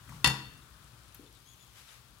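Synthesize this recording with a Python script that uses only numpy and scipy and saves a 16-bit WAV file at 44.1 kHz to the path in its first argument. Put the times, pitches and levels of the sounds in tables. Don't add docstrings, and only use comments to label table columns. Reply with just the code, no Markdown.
import sys
import numpy as np
from scipy import signal
from scipy.fft import rfft, irfft
from scipy.io import wavfile

SR = 44100
rng = np.random.default_rng(int(sys.argv[2]) if len(sys.argv) > 2 else 0)


def persist_wave(psi):
    counts = np.round(np.clip(psi, -1, 1) * 32767).astype(np.int16)
    wavfile.write(sys.argv[1], SR, np.atleast_2d(counts).T)


N = 97020

# [f/Hz, level/dB]
RUMBLE_COLOUR = [(20, -32.5), (38, -11.5), (58, 6), (85, -6), (118, 4), (150, -6.5), (220, -13.5),
                 (400, -19), (900, -25), (2000, -29.5)]
# [t/s, level/dB]
RUMBLE_SWELL = [(0, -57.5), (0.3, -52.5), (0.47, -54.5), (0.7, -58), (1.15, -59), (1.35, -61.5),
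                (1.7, -61.5), (1.9, -67), (2.0, -60.5), (2.2, -59.5)]
# [t/s, level/dB]
WHIRR_SWELL = [(0, -62.5), (0.7, -64), (1.151, -68.5), (1.4, -84), (2.2, -67.5)]
# [f/Hz, level/dB]
SIZZLE_COLOUR = [(290, -21), (500, -22), (570, -19.5), (1210, -2.5), (1950, -9.5), (3390, -6), (3920, -7),
                 (6700, -11.5), (7530, -11), (12900, -11.5), (16000, -39.5)]
# [f/Hz, left-right level/dB]
SIZZLE_BALANCE = [(600, 29.5), (1300, 6.5), (2400, 12.5), (4400, 10.5), (8000, 1.5), (16000, 2)]
# [t/s, level/dB, left-right shift/dB]
SIZZLE_MOTION = [(0, -61, 1.5), (0.65, -62.5, 1.5), (1.1, -61, 1.5), (1.5, -62, 1), (1.9, -61, 2),
                 (2.2, -65, 4)]
# [t/s, level/dB]
RECORDER_TREBLE = [(0, -3), (0.25, -14), (0.5, -16), (0.8, -14), (1.15, -9), (1.5, 2.5), (1.95, -1),
                   (2.2, -6)]
# [t/s, level/dB, centre f/Hz, width/octaves, decay t60/s, left-right level/dB]
TAP_BURSTS = [(0.0921, -45.5, 1140, 0.72, 0.056, 12), (0.093, -52.5, 6800, 0.95, 0.054, 3),
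              (0.092, -46.5, 151, 0.65, 0.16, 5.5), (0.121, -52, 1086, 0.39, 0.12, 9),
              (0.144, -44, 133, 0.36, 0.33, 3), (0.845, -57, 8500, 0.27, .015, 7),
              (1.146, -46, 12500, 0.25, .025, 7), (1.1468, -54.5, 2150, 2.3, 0.085, 13),
              (1.195, -52, 307, 0.52, 0.18, 7)]
# [middle t/s, spread/s, level/dB]
RUSTLE_SWELLS = [(0.139, .055, -58), (1.788, 0.03, -55), (1.917, 0.052, -55.5)]
# [f/Hz, level/dB]
RUSTLE_COLOUR = [(400, -18), (1300, -3), (3300, -4), (6000, -7.5), (11000, -10), (16000, -19)]
# [t/s, ring level/dB, clack level/dB, tick level/dB, thump level/dB]
PLATE_CONTACTS = [(0.2436, -1, 1, 4, -1), (0.2596, -12.5, -7.5, -10, -5), (0.2680, -26, -15.5, -32, 0),
                  (0.2734, -15, -7, 0.5, -0.5), (0.2977, -55, -18, -12, -26)]
# [f/Hz, level/dB, decay t60/s, left-right level/dB]
CHINA_MODES = [(967, -26, .1, 5), (1941, -23, .1, 14), (2748, -23, .125, 14), (3571, -23.5, .145, 14),
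               (4422, -28, .2, 1), (1744, -38, .26, 9), (1807, -35, .16, 9), (2712, -28, .04, 14),
               (3535, -25, .04, 14), (3638, -31, .11, 12), (4357, -27.5, .09, 0), (4794, -37, .17, 6),
               (5290, -26, .035, 2), (5370, -25, .05, 3)]
# [f/Hz, level/dB, decay t60/s]
WORKTOP_MODES = [(66.8, -31.5, 0.099), (133, -32.5, 0.54), (163.9, -35.5, 0.13), (207, -45.5, 0.52),
                 (274, -42, .25), (306.9, -42.5, .25), (462, -52.5, .3), (526, -63, .15)]
# [f/Hz, level/dB]
CLACK_COLOUR = [(90, -11), (200, -7.5), (450, -12), (780, -13), (970, 1), (1200, -3), (1500, 1), (2400, -7),
                (2800, 1), (3150, -9.5), (3600, -12.5), (4000, -6.5), (4450, 5.5), (4950, -11.5), (5400, 4),
                (5950, -19), (6600, -2.5), (7600, -9), (10000, -17), (16000, -33)]
# [f/Hz, left-right level/dB]
CLACK_BALANCE = [(200, 7.7), (1400, 1.3), (2400, 13.2), (3500, 22), (4500, 1.3), (8000, 1), (16000, 1)]
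# [f/Hz, level/dB]
TICK_COLOUR = [(2000, -14), (6000, -12), (8500, -14.5), (10400, -6.5), (13000, -19.5), (16000, -24)]
# [t/s, length/s, start f/Hz, middle f/Hz, end f/Hz, level/dB, second harmonic level/dB]
SQUEAK_GLIDES = [(1.261, 0.02, 3560, 3560, 3450, -63, -8), (0.614, 0.0167, 4000, 3740, 3370, -64, -12),
                 (1.349, 0.029, 4060, 3820, 3560, -65.5, -6), (1.454, 0.09, 3145, 3374, 3355, -64.5, 0.5),
                 (1.530, 0.021, 3380, 3150, 2900, -68, 1.5), (1.594, .06, 3500, 3454, 3200, -65.5, 0.5),
                 (1.681, .018, 3490, 3210, 3100, -66.5, -7), (1.883, 0.026, 4000, 3500, 2980, -60.5, -12)]
# [f/Hz, level/dB, decay t60/s]
ECHO_BANDS = [(126, -24, 0.9), (258, -6, 0.74), (500, 1, 0.46), (1000, -2.5, 0.4), (2070, -7.5, 0.57),
              (4000, -8, 0.55), (7900, -8.5, .4), (14000, -5.5, .28)]

RUMBLE_PAN_DB, RUMBLE_APART = 6.5, .3
WHIRR_HZ, WHIRR_OCTAVES = 1335, 0.32
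POPS_PER_S, POPS_DB, POP_SCATTER_DB = 500, -71.5, 5
POP_HZ, POP_OCTAVES = 8200, 0.94
TREBLE_ABOVE_HZ = 11700
RUSTLE_PAN_DB = 6.5
CLACK_DB, CLACK_T60_S, CLACK_RISE_S = -14, 0.047, .0008
TICK_DB, TICK_T60_S = -25, 0.033
PLATE_RISE_S = 0.001
RING_WAVER_HZ, RING_WAVER_RATE_HZ = 5, 30
WORKTOP_PAN_DB, WORKTOP_RISE_S = 3.5, 0.0018
SQUEAK_WAVER, SQUEAK_FLUTTER_DB = .013, 3
SQUEAK_THIRD_DB, SQUEAK_PAN_DB = -8, 11
ROOM_RISE_S, ROOM_PAN_DB = 0.0063, 5.5
ALIKE_BELOW_HZ = 1700
LOW_CUT_HZ, TOP_HZ = 30.5, 15800


def undb(db):
    return 10 ** (np.asarray(db) / 20)


def unit(x):
    return x / np.sqrt(np.mean(x ** 2))


def pan(db):
    return undb(np.array([[.5], [-.5]]) * db)


def since(start):
    return np.maximum(np.arange(N) / SR - start, 0)


def over_time(points):
    times, values = np.array(points).T
    return np.interp(since(0), times, values)


def octaves():
    return np.log2(np.maximum(np.fft.rfftfreq(N, 1 / SR), 1))


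def curve(points):
    hz, db = np.array(points, float).T
    return np.interp(octaves(), np.log2(hz), db)


def bell(hz, width):
    return np.exp(-.5 * ((octaves() - np.log2(hz)) / width) ** 2)


def shape(x, gain):
    return irfft(rfft(x) * gain, N)


def colour(x, gain):
    return unit(shape(x, gain))


def diffuse():
    apart = np.minimum(np.fft.rfftfreq(N, 1 / SR) / ALIKE_BELOW_HZ, 1)
    own = rfft(rng.standard_normal((2, N)))
    common = rfft(rng.standard_normal(N))
    return irfft(apart * own + np.sqrt(1 - apart ** 2) * common, N)


def noise(gain, channels=2):
    white = diffuse() if channels == 2 else rng.standard_normal((1, N))
    return colour(white, gain)


def decay(start, t60, rise=1 / SR):
    out = np.zeros(N)
    at = np.arange(int(start * SR) + 1, min(int((start + 2 * t60) * SR), N))
    t = at / SR - start
    out[at] = (1 - np.exp(-t / rise)) * np.exp(-np.log(1000) * t / t60)
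    return out


def ring(blows, hz, t60, rise):
    energy = sum((undb(db) * decay(start, t60, rise)) ** 2 for start, db in blows)
    sounding_hz = hz * (since(blows[0][0]) > 0)
    return np.sqrt(energy) * np.sin(2 * np.pi * np.cumsum(sounding_hz) / SR)


def background():
    gain = undb(curve(RUMBLE_COLOUR))
    body = noise(gain)
    unrelated = colour(rng.standard_normal((2, N)), gain)
    rumble = pan(RUMBLE_PAN_DB) * (body + RUMBLE_APART * unrelated)
    whirr = noise(bell(WHIRR_HZ, WHIRR_OCTAVES) * pan(curve(SIZZLE_BALANCE)))
    return undb(over_time(RUMBLE_SWELL)) * rumble + undb(over_time(WHIRR_SWELL)) * whirr


def sizzle():
    times, hiss_db, shift_db = np.array(SIZZLE_MOTION).T
    sides = pan(curve(SIZZLE_BALANCE))
    hiss = undb(np.interp(since(0), times, hiss_db)) * noise(undb(curve(SIZZLE_COLOUR)) * sides)
    bursting = rng.random(N) < POPS_PER_S / SR
    pop_sizes = undb(POP_SCATTER_DB * np.minimum(rng.exponential(size=N), 4))
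    pops = undb(POPS_DB) * colour(bursting * pop_sizes, bell(POP_HZ, POP_OCTAVES) * sides)
    out = hiss + pops
    treble_band = np.clip(.5 + 10 * (octaves() - np.log2(TREBLE_ABOVE_HZ)), 0, 1)
    treble = shape(out, treble_band)
    out += treble * (undb(over_time(RECORDER_TREBLE)) - 1)
    return out * pan(np.interp(since(0), times, shift_db))


def taps():
    out = np.zeros((2, N))
    for start, db, hz, width, t60, pan_db in TAP_BURSTS:
        band = bell(hz, width)
        burst = noise(band, channels=1) * decay(start, t60)
        rounded = shape(burst, np.sqrt(band))
        out += undb(db) * pan(pan_db) * rounded
    return out


def rustle():
    swell = np.zeros(N)
    for middle, spread, db in RUSTLE_SWELLS:
        swell += undb(db) * np.exp(-.5 * ((since(0) - middle) / spread) ** 2)
    return swell * noise(undb(curve(RUSTLE_COLOUR)) * pan(RUSTLE_PAN_DB))


def plate():
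    out = np.zeros((2, N))
    clack = noise(undb(curve(CLACK_COLOUR)) * pan(curve(CLACK_BALANCE)))
    tick = noise(undb(curve(TICK_COLOUR)))
    for start, _, clack_db, tick_db, _ in PLATE_CONTACTS:
        out += clack * undb(CLACK_DB + clack_db) * decay(start, CLACK_T60_S, CLACK_RISE_S)
        out += tick * undb(TICK_DB + tick_db) * decay(start, TICK_T60_S)

    contacts = np.array(PLATE_CONTACTS)
    ring_blows, thump_blows = contacts[:, [0, 1]], contacts[:, [0, 4]]
    for hz, db, t60, pan_db in CHINA_MODES:
        waver_hz = RING_WAVER_HZ * noise(bell(RING_WAVER_RATE_HZ, 0.87), channels=1)[0]
        out += undb(db) * pan(pan_db) * ring(ring_blows, hz + waver_hz, t60, PLATE_RISE_S)
    for hz, db, t60 in WORKTOP_MODES:
        out += undb(db) * pan(WORKTOP_PAN_DB) * ring(thump_blows, hz, t60, WORKTOP_RISE_S)
    return out


def squeaks():
    out = np.zeros(N)
    waver = noise(bell(99, 1), channels=1)[0]
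    for start, length, first_hz, middle_hz, last_hz, db, second_db in SQUEAK_GLIDES:
        progress = np.minimum(since(start) / length, 1)
        glide = np.polyfit([0, .5, 1], [first_hz, middle_hz, last_hz], 2)
        hz = np.polyval(glide, progress) * (1 + SQUEAK_WAVER * waver)
        phase = 2 * np.pi * np.cumsum(hz) / SR
        upper = np.sin(2 * phase) + undb(SQUEAK_THIRD_DB) * np.sin(3 * phase)
        tone = np.sin(phase) + undb(second_db) * upper
        out += undb(db) * np.sqrt(np.abs(np.sin(np.pi * progress))) * tone
    flutter = undb(SQUEAK_FLUTTER_DB * noise(bell(63, 1), channels=1))
    return out * flutter * pan(SQUEAK_PAN_DB)


def kitchen(x):
    white = rfft(diffuse())
    centres = np.log2([row[0] for row in ECHO_BANDS])
    response = np.zeros((2, N))
    for share, (_, db, t60) in zip(np.eye(len(ECHO_BANDS)), ECHO_BANDS):
        band = irfft(white * np.interp(octaves(), centres, share), N)
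        fall = decay(0, t60, ROOM_RISE_S)
        response += undb(db) * band * fall / np.linalg.norm(fall)
    mono = x.mean(axis=0, keepdims=True)
    return signal.fftconvolve(mono, response, axes=1)[:, :N] * pan(ROOM_PAN_DB)


def scene():
    near = plate() + taps() + squeaks()
    return near + kitchen(near) + rustle() + sizzle() + background()


def record(dry):
    low_cut = signal.butter(2, LOW_CUT_HZ, "high", fs=SR, output="sos")
    top_cut = signal.ellip(10, .2, 80, TOP_HZ, fs=SR, output="sos")
    return signal.sosfilt(top_cut, signal.sosfilt(low_cut, dry))


dry = scene()
out = record(dry)
persist_wave(out)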